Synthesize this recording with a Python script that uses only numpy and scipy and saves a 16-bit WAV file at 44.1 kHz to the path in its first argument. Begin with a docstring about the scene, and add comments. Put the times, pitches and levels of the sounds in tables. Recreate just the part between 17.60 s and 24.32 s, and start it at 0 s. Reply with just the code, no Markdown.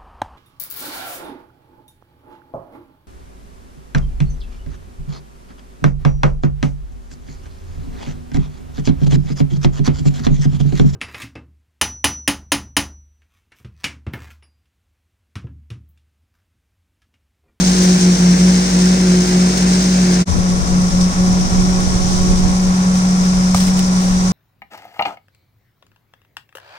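"""A petrol-driven poker vibrator shakes the wet concrete of a footing, heard from two spots in turn.
From the start it hums, beating against a slightly slower second poker. Its pendulum rattles round the
casing, the small engine throbs behind it, and wet grit sprays now and then.
At 2.65 s the sound dips briefly and returns at the second spot, where wind ruffles the microphone.
Near 6 s a lump of concrete plops into the mix and spatters."""
import sys
import numpy as np
from scipy import signal
from scipy.fft import rfft, irfft
from scipy.io import wavfile

SR = 44100
rng = np.random.default_rng(int(sys.argv[2]) if len(sys.argv) > 2 else 0)


def unload_audio(sound):
    """Save the sound as a 16-bit wav file, at the path given as the first command line argument."""
    columns = np.transpose(np.atleast_2d(sound))
    # keep every value between -1 and 1, then stretch to whole-number steps
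    steps = np.round(np.clip(columns, -1, 1) * 32767)
    wavfile.write(sys.argv[1], SR, steps.astype(np.int16))


N = 296352
T = np.arange(N) / SR
HZ = np.fft.rfftfreq(N, 1 / SR)


def amp(db):
    """Turns decibels into a number to multiply by."""
    return 10 ** (np.asarray(db) / 20)


def unit(x):
    """Scales a signal so its average power is 1."""
    return x / np.sqrt(np.mean(x ** 2) + 1e-20)


def curves(rows):
    """Joins the points of a time table: one curve per value column."""
    times, *columns = np.transpose(rows)
    return np.array([np.interp(T, times, c) for c in columns])


def spectra(rows):
    """Joins the points of a pitch table: one curve per value column."""
    hz, *columns = np.transpose(rows)
    return np.array([np.interp(np.log(HZ + 1), np.log(hz + 1), c) for c in columns])


def drift(per_s):
    """A random wobble, with up to about per_s changes a second."""
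    return unit(irfft(rfft(rng.standard_normal(N)) * np.exp(-(HZ / per_s) ** 2), N))


def hump(middle_s, length_s):
    """A smooth swell up to 1 and back down."""
    return np.exp(-(2 * (T - middle_s) / length_s) ** 2)


def tone(turns):
    """A pure tone, one wave per turn, starting anywhere in its wave."""
    return np.sqrt(2) * np.sin(2 * np.pi * (turns + rng.random()))


# How alike left and right sound, from 0 to 1: pitch_hz, first_spot_likeness, second_spot_likeness
MIC_LIKENESS = [(100, 0, 0.39), (296, 0.38, 0.4), (550, .6, 0.41), (750, 0.57, 0.51), (1206, 0.68, 0.87),
                (2120, 0.73, 0.34), (2740, 0.3, 0.21), (5500, 0.37, 0.18), (7000, 0.18, 0.22),
                (9500, 0, .1)]
# How far the right side lags, its path being longer: pitch_hz, first_spot_radians, second_spot_radians
RIGHT_LAG = [(260, 0, 0), (700, 2, 1.2), (1000, 2.6, 1.5), (1280, 3.3, 3), (2000, 6, 4), (2700, 8.5, 9.6),
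             (3500, 9.8, 10), (4600, 13.7, 16), (5600, 14.1, 16.5), (6300, 12, 19.3), (9000, 14, 24)]
def stereo_noise(spot, gain):
    """Noise as the microphone's two sides hear it. Spot 0 is the first spot, 1 the second."""
    left, other = rfft(rng.standard_normal((2, N))) * np.sqrt(SR / 2)
    same = np.clip(spectra(MIC_LIKENESS)[spot], 0, 1)
    right = (same * left + np.sqrt(1 - same ** 2) * other) * np.exp(-1j * spectra(RIGHT_LAG)[spot])
    return irfft(np.array([left, right]) * gain, N)


# Gusts on the microphone: middle_s, length_s, left_db, right_db
GUSTS = [(2.77, 0.082, -13.5, -21), (3.034, 0.36, -18, -26), (3.227, .16, -27, -23),
         (3.38, 0.089, -18, -31), (3.721, 0.3, -18.5, -22), (3.995, 0.31, -20, -17),
         (4.29, 0.19, -19, -16.5), (4.555, 0.31, -22, -16.5), (4.721, 0.11, -16.5, -18),
         (4.863, .13, -19, -16.5), (5.06, 0.097, -21, -24), (5.615, 0.069, -19.5, -33),
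         (5.75, 0.11, -22, -31), (6.2, 0.21, -25, -35), (6.547, 0.19, -22.5, -31), (6.693, 0.088, -26, -32)]
# The wind's deep rumble: pitch_hz, relative_db
RUMBLE_COLOUR = [(8, -13), (20, 2), (38, 1.5), (70, -4.5), (130, -10.5), (250, -22), (450, -25.5),
                 (1000, -70)]
# The higher flutter of strong gusts: pitch_hz, relative_db
FLUTTER_COLOUR = [(80, 6.5), (240, 3.5), (400, -5), (600, -11.5), (1200, -56)]
# Single thumps of air: middle_s, pitch_hz, relative_db, length_s
AIR_THUMPS = [(2.71, 85, -15, .055), (2.785, 95, -21, .035)]
def wind(breeze_db=(-33, -28), lump_db=0.3, flutter_db=2, flutter_growth=1.4):
    """Gusts rumble on each side of the microphone; as they swell, flutter grows faster than rumble."""
    power = amp(breeze_db)[:, None] ** 2
    power = power + sum(amp(db)[:, None] ** 2 * hump(s, length) for s, length, *db in GUSTS)
    level_db = 10 * np.log10(power)
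    rumble, flutter = (unit(irfft(rfft(rng.standard_normal((2, N))) * amp(spectra(colour)), N))
                       for colour in (RUMBLE_COLOUR, FLUTTER_COLOUR))
    lumps = unit(amp(lump_db * np.array([drift(10.5), drift(25)])))
    out = lumps * (rumble * amp(level_db) + flutter * amp(flutter_db + flutter_growth * level_db))
    mostly_left = np.array([[2], [.5]])
    for s, hz, db, length in AIR_THUMPS:
        out += amp(db) * hump(s, length) * np.sin(2 * np.pi * hz * (T - s)) * mostly_left
    return out


# Sprays of wet grit: start_s, level_db, length_s
SPRAYS = [(0.22, -26, .05), (1.668, -30, 0.052), (1.972, -24, 0.021), (4.202, -23, 0.0076),
          (5.34, -34, 0.065), (5.648, -36, 0.015), (5.944, -19, 0.013), (5.959, -23.5, 0.05),
          (6.001, -26, 0.068), (6.062, -30.5, .06), (6.166, -28, 0.034), (6.19, -20, 0.01),
          (6.4, -32.5, 0.14)]
# How bright the sprays sound: pitch_hz, left_relative_db, right_relative_db
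SPRAY_COLOUR = [(506, -13, -29), (1500, -3, -11), (3000, -5, -3.5), (6140, 4.5, -4), (8750, -20, 3.5),
                (10200, -47, -11), (15500, -20, -13)]
def spatter(drops_per_s=7000, spread_db=-2.5, rise_s=0.0013):
    """Each spray of grit is a dying shower of tiny clicks, some big and some small."""
    shower = np.zeros(N)
    for s, db, length in SPRAYS:
        age = np.maximum(T - s, 0)
        shower += amp(db) * (1 - np.exp(-age / rise_s)) * np.exp(-np.minimum(age / length, 6) ** 2)
    sizes = amp(spread_db * np.minimum(rng.exponential(1, N), 3))
    lands = rng.random(N) < drops_per_s / SR
    clicks = unit(sizes * lands * rng.standard_normal((2, N)))
    return irfft(rfft(clicks * shower) * unit(amp(spectra(SPRAY_COLOUR))), N)


# Air pockets popping: start_s, pitch_hz, level_db, fade_s (time to fall by 60 dB)
AIR_POCKETS = [(5.9451, 1194, -10.5, 0.033), (5.946, 1030, -16, 0.026), (5.9465, 725, -7, 0.022),
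               (5.945, 2200, -17, 0.022), (5.946, 4000, -19.5, 0.013), (5.945, 86, -14.5, 0.13)]
def plop(rise_s=0.00042, right_delay_s=0.00016):
    """A lump lands and air pockets pop in quick turn, each ringing as a short, dying tone."""
    out = np.zeros((2, N))
    samples = SR // 8
    age = np.maximum(np.arange(samples) / SR - np.array([[0], [right_delay_s]]), 0)
    for s, hz, db, fade_s in AIR_POCKETS:
        start = round(s * SR)
        loudness = amp(db) * 1000 ** (-age / fade_s) * (1 - np.exp(-age / rise_s))
        out[:, start:start + samples] += loudness * np.sin(2 * np.pi * hz * age)
    return out


# The engine's tones: multiple_of_firing_rate, first_spot_db, second_spot_db
ENGINE_TONES = [(1, -44, -49), (2, -30, -37), (3, -39, -43), (4, -40, -40), (5, -33, -35), (6, -33, -35),
                (7, -55, -51), (8, -35, -44), (9, -40, -58), (10, -39, -49), (11, -35.5, -54),
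                (13, -43, -65), (16, -43.5, -50)]
# Roar of exhaust and casing, before its top is cut: pitch_hz, first_spot_db_per_hz, second_spot_db_per_hz
ENGINE_ROAR = [(30, -57, -57), (110, -59, -54), (200, -56, -53), (330, -54, -59), (470, -54.5, -60),
               (640, -57, -60), (770, -57, -58.5), (880, -60, -62.5), (1150, -61, -60.5),
               (1350, -60.5, -59.5), (1550, -60, -65), (1800, -63, -65), (2200, -63, -69), (3000, -66, -71)]
def engine(spot, firings, unevenness=0.15, throb_db=0.5, flicker_db=0.5, cutoff_hz=3000):
    """The engine's firings blend into low tones, and its roar swells with each one."""
    tones = sum(amp(db[spot]) * tone(round(multiple) * firings) * (1 + unevenness * drift(6.9))
                for multiple, *db in ENGINE_TONES)
    roar = stereo_noise(spot, amp(spectra(ENGINE_ROAR)[spot]) / (1 + (HZ / cutoff_hz) ** 12))
    swell_db = throb_db * (tone(firings) + 0.26 * tone(2 * firings)) + flicker_db * drift(21)
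    return tones + roar * unit(amp(swell_db))


# Narrow ringing bands: pitch_hz, width_hz, first_spot_db, second_spot_db
RINGING_BANDS = [(460, 10, -41, -47), (770, 50, -43, -44), (997, 10, -45, -45), (1120, 50, -50, -43),
                 (1305, 50, -58, -42), (1385, 40, -45, -44), (9400, 70, -62, -48), (15490, 110, -72, -58)]
def rings(spot):
    """Narrow ringing bands of noise, plus a faint, very high whistle."""
    power = sum(amp(db[spot]) ** 2 * np.exp(-np.pi * ((HZ - hz) / width) ** 2) / width
                for hz, width, *db in RINGING_BANDS)
    return stereo_noise(spot, np.sqrt(power))


# The hose's shrill ring, one list per spot: time_s, pitch_hz, level_db
SHRILL_GLIDE = ([(0, 5800, -36), (.5, 5740, -27.5), (1.2, 5320, -31.5), (2.6, 5180, -32.5)],
                [(2.7, 5570, -45), (3.4, 5370, -32), (4.55, 5620, -33), (5.25, 5400, -49), (5.6, 5270, -33),
                (6.1, 5280, -30.5), (6.7, 5400, -46)])
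def shrill_ring(spot, width_hz=240, right_db=-8.0):
    """A narrow band of grinding noise from the hose slides in pitch as the poker is moved."""
    hz, level_db = curves(SHRILL_GLIDE[spot])
    angle = 2 * np.pi * np.cumsum(hz) / SR
    sides = [drift(width_hz) * np.cos(angle) + drift(width_hz) * np.sin(angle) for _ in range(2)]
    return np.array(sides) * amp(level_db) * amp([[0], [right_db]])


# The colour of the rattle's hiss at a reference level, one list per spot:
# pitch_hz, left_db_per_hz, right_db_per_hz
RATTLE_COLOUR = ([(1950, -77, -79), (2880, -64, -67), (3730, -61, -62.5), (4630, -60, -59),
                 (5320, -55, -56), (5950, -52.5, -68), (6130, -57, -51), (6310, -51, -63.5),
                 (7080, -62, -62.5), (8600, -73, -58.5), (9250, -79, -62), (10100, -77, -76.5),
                 (10100, -100, -87.5), (15000, -83, -77.5)], [(2000, -78, -105), (2970, -64, -66.5),
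                 (3530, -60.5, -63), (4120, -61.5, -62), (5200, -53, -57.5), (5800, -51, -51),
                 (5700, -50.5, -62.5), (6410, -50.5, -66), (7170, -61.5, -58.5), (8530, -81, -58),
                 (9750, -104, -64.5), (10000, -102, -78.5), (15500, -102, -78.5)])
# How strong that hiss is, one list per spot: time_s, level_db (counted against reference_db)
RATTLE_STRENGTH = ([(0, -22.5), (.7, -26), (.82, -24.5), (1.45, -26), (2.4, -25.5), (2.6, -27)],
                   [(2.7, -37.5), (3.5, -37), (4.8, -36), (5.2, -37.5), (5.6, -37), (6.7, -36.5)])
# The head scrapes on steel and the hiss swells: middle_s, rise_db, length_s
SCRAPES = [(3.415, 7.5, 0.019), (4.54, 3, 0.12)]
def rattle(spot, whirls, shaft_turns, roll_db=0.26, shaft_db=0.4, whirl_db=0.4, grit_db=0.9,
           flicker_db=0.6, roll_hum_db=(-35, -42), reference_db=(-23.3, -29.0)):
    """The pendulum hums and grinds round its track, once per whirl plus once per shaft turn."""
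    level_db = curves(RATTLE_STRENGTH[spot])[0] + sum(db * hump(s, length) for s, db, length in SCRAPES)
    roll = tone(whirls + shaft_turns)
    contact_db = roll_db * roll + shaft_db * tone(shaft_turns)
    contact_db += whirl_db * (tone(whirls) + tone(2 * whirls))
    contact_db += grit_db * drift(700) + flicker_db * drift(22)
    hiss = stereo_noise(spot, amp(spectra(RATTLE_COLOUR[spot]))) * amp(level_db - reference_db[spot])
    grinding = (hiss + shrill_ring(spot)) * unit(amp(contact_db))
    return grinding + amp(roll_hum_db[spot]) * roll


# Beats, the dips in the hum: middle_s, depth_db, slip_length_s
BEATS = [(0.048, -6, 0.034), (0.164, -3.5, 0.094), (0.39, -10, 0.044), (0.575, -16, 0.062),
         (0.786, -10, 0.043), (1.084, -9.5, .2), (1.37, -5, 0.13), (1.67, -7.5, 0.14), (1.95, -8, 0.16),
         (2.231, -3, 0.098), (2.74, -13, 0.17), (3.028, -12, 0.17), (3.307, -19, 0.074),
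         (3.533, -23, 0.097), (3.88, -12.5, 0.14), (4.296, -3.5, 0.1), (4.502, -2.5, .08)]
def beating():
    """The pokers pull each other into step; then the slower one slips a turn and the hums partly cancel."""
    times, depth_db, _ = np.transpose(BEATS)
    lag_turns = sum(np.arctan(np.sinh(np.clip(2 * (T - s) / length, -20, 20))) / np.pi + .5
                    for s, _, length in BEATS)  # one smooth step per beat
    slower_share = np.interp(T, times, np.clip((1 - amp(depth_db)) / 2, 0, .5))
    return 1 - slower_share + slower_share * np.exp(-2j * np.pi * lag_turns)


# How hard the pokers shake the mix when in step, one list per spot: time_s, level_db
HUM_LEVEL = ([(0, -11.5), (.5, -9.5), (.85, -9), (1.8, -11), (2.15, -12), (2.6, -12)], [(2.7, -16),
             (3.45, -12), (4.05, -14.5), (4.35, -18.5), (5.2, -13), (6.7, -13.7)])
# Stones and steel press on the head and set its overtones, one list per spot: time_s, level_db
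HEAD_LOAD = ([(0.05, -32), (.16, -24.5), (.5, -27), (.75, -35.5), (.86, -27), (1.05, -32.5), (1.18, -27),
             (1.85, -23.5), (2.1, -34), (2.35, -30.5), (2.6, -28)], [(2.7, -36.5), (4.7, -35), (5.4, -40),
             (6.7, -39.5)])
# Higher tones of the hum, added to that level: multiple_of_hum_pitch, first_spot_db, second_spot_db
OVERTONES = [(2, 1.5, -1), (3, -12.5, -3), (4, -22, -8), (6, -30, -11.5)]
def poker(spot, whirls, flutter=0.076, overtone_flutter=0.34, jitter_turns=0.022, overtone_growth=0.88):
    """Two whirling heads hum and beat; stones in the mix jostle their overtones, the high ones most."""
    pair = beating()
    strength, shift_turns = abs(pair), np.angle(pair) / (2 * np.pi)
    hum = amp(curves(HUM_LEVEL[spot])[0]) * strength * tone(whirls + shift_turns)
    hum *= 1 + flutter * drift(35)
    load = amp(curves(HEAD_LOAD[spot])[0]) * strength ** overtone_growth
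    for multiple, *db in OVERTONES:
        turns = round(multiple) * whirls + (multiple - 1) * jitter_turns * drift(21)
        hum += load * amp(db[spot]) * tone(turns) * (1 + overtone_flutter * drift(16))
    return hum * amp([[.2], [-.2]])  # a touch louder on the left


# How fast the poker whirls, one list per spot: time_s, pitch_hz
POKER_SPEED = ([(0, 183.3), (.35, 182.3), (.68, 178.9), (.85, 182.8), (1.15, 181.1), (1.36, 184),
               (1.56, 180.9), (2.3, 184.4), (2.6, 179.8)], [(2.7, 182.5), (3.15, 182.5), (3.65, 183),
               (3.95, 183.8), (4.45, 182.8), (5.2, 184.4), (5.85, 183), (6.05, 185.6), (6.4, 183.6)])
def machine(spot, firings_per_s=(28.5, 28.57), speed_wander=0.0028):
    """A four-stroke engine turns the bendy shaft twice per firing, and the shaft drives the poker."""
    firings = np.cumsum(firings_per_s[spot] * (1 + speed_wander * drift(3.4))) / SR
    whirls = np.cumsum(curves(POKER_SPEED[spot])[0]) / SR
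    return poker(spot, whirls) + engine(spot, firings) + rings(spot) + rattle(spot, whirls, 2 * firings)


def scene(move_s=2.65, fade_s=0.033):
    """The first spot, a brief dip to silence, then the windy second spot."""
    before = np.clip((move_s - T) / fade_s, 0, 1) ** 2
    after = np.clip((T - move_s) / fade_s, 0, 1) ** 2
    return before * machine(0) + after * (machine(1) + wind()) + plop() + spatter()


def record(dry, ceiling=.93, cutoff_hz=15850):
    """Rounds off the tallest peaks, then cuts the very highest pitches."""
    rounded = dry / (1 + (dry / ceiling) ** 10) ** (1 / 10)
    low_pass = signal.firwin(801, cutoff_hz, window=("kaiser", 9), fs=SR)
    return signal.oaconvolve(rounded, low_pass[None], "same")


dry = scene()
out = record(dry)
unload_audio(out)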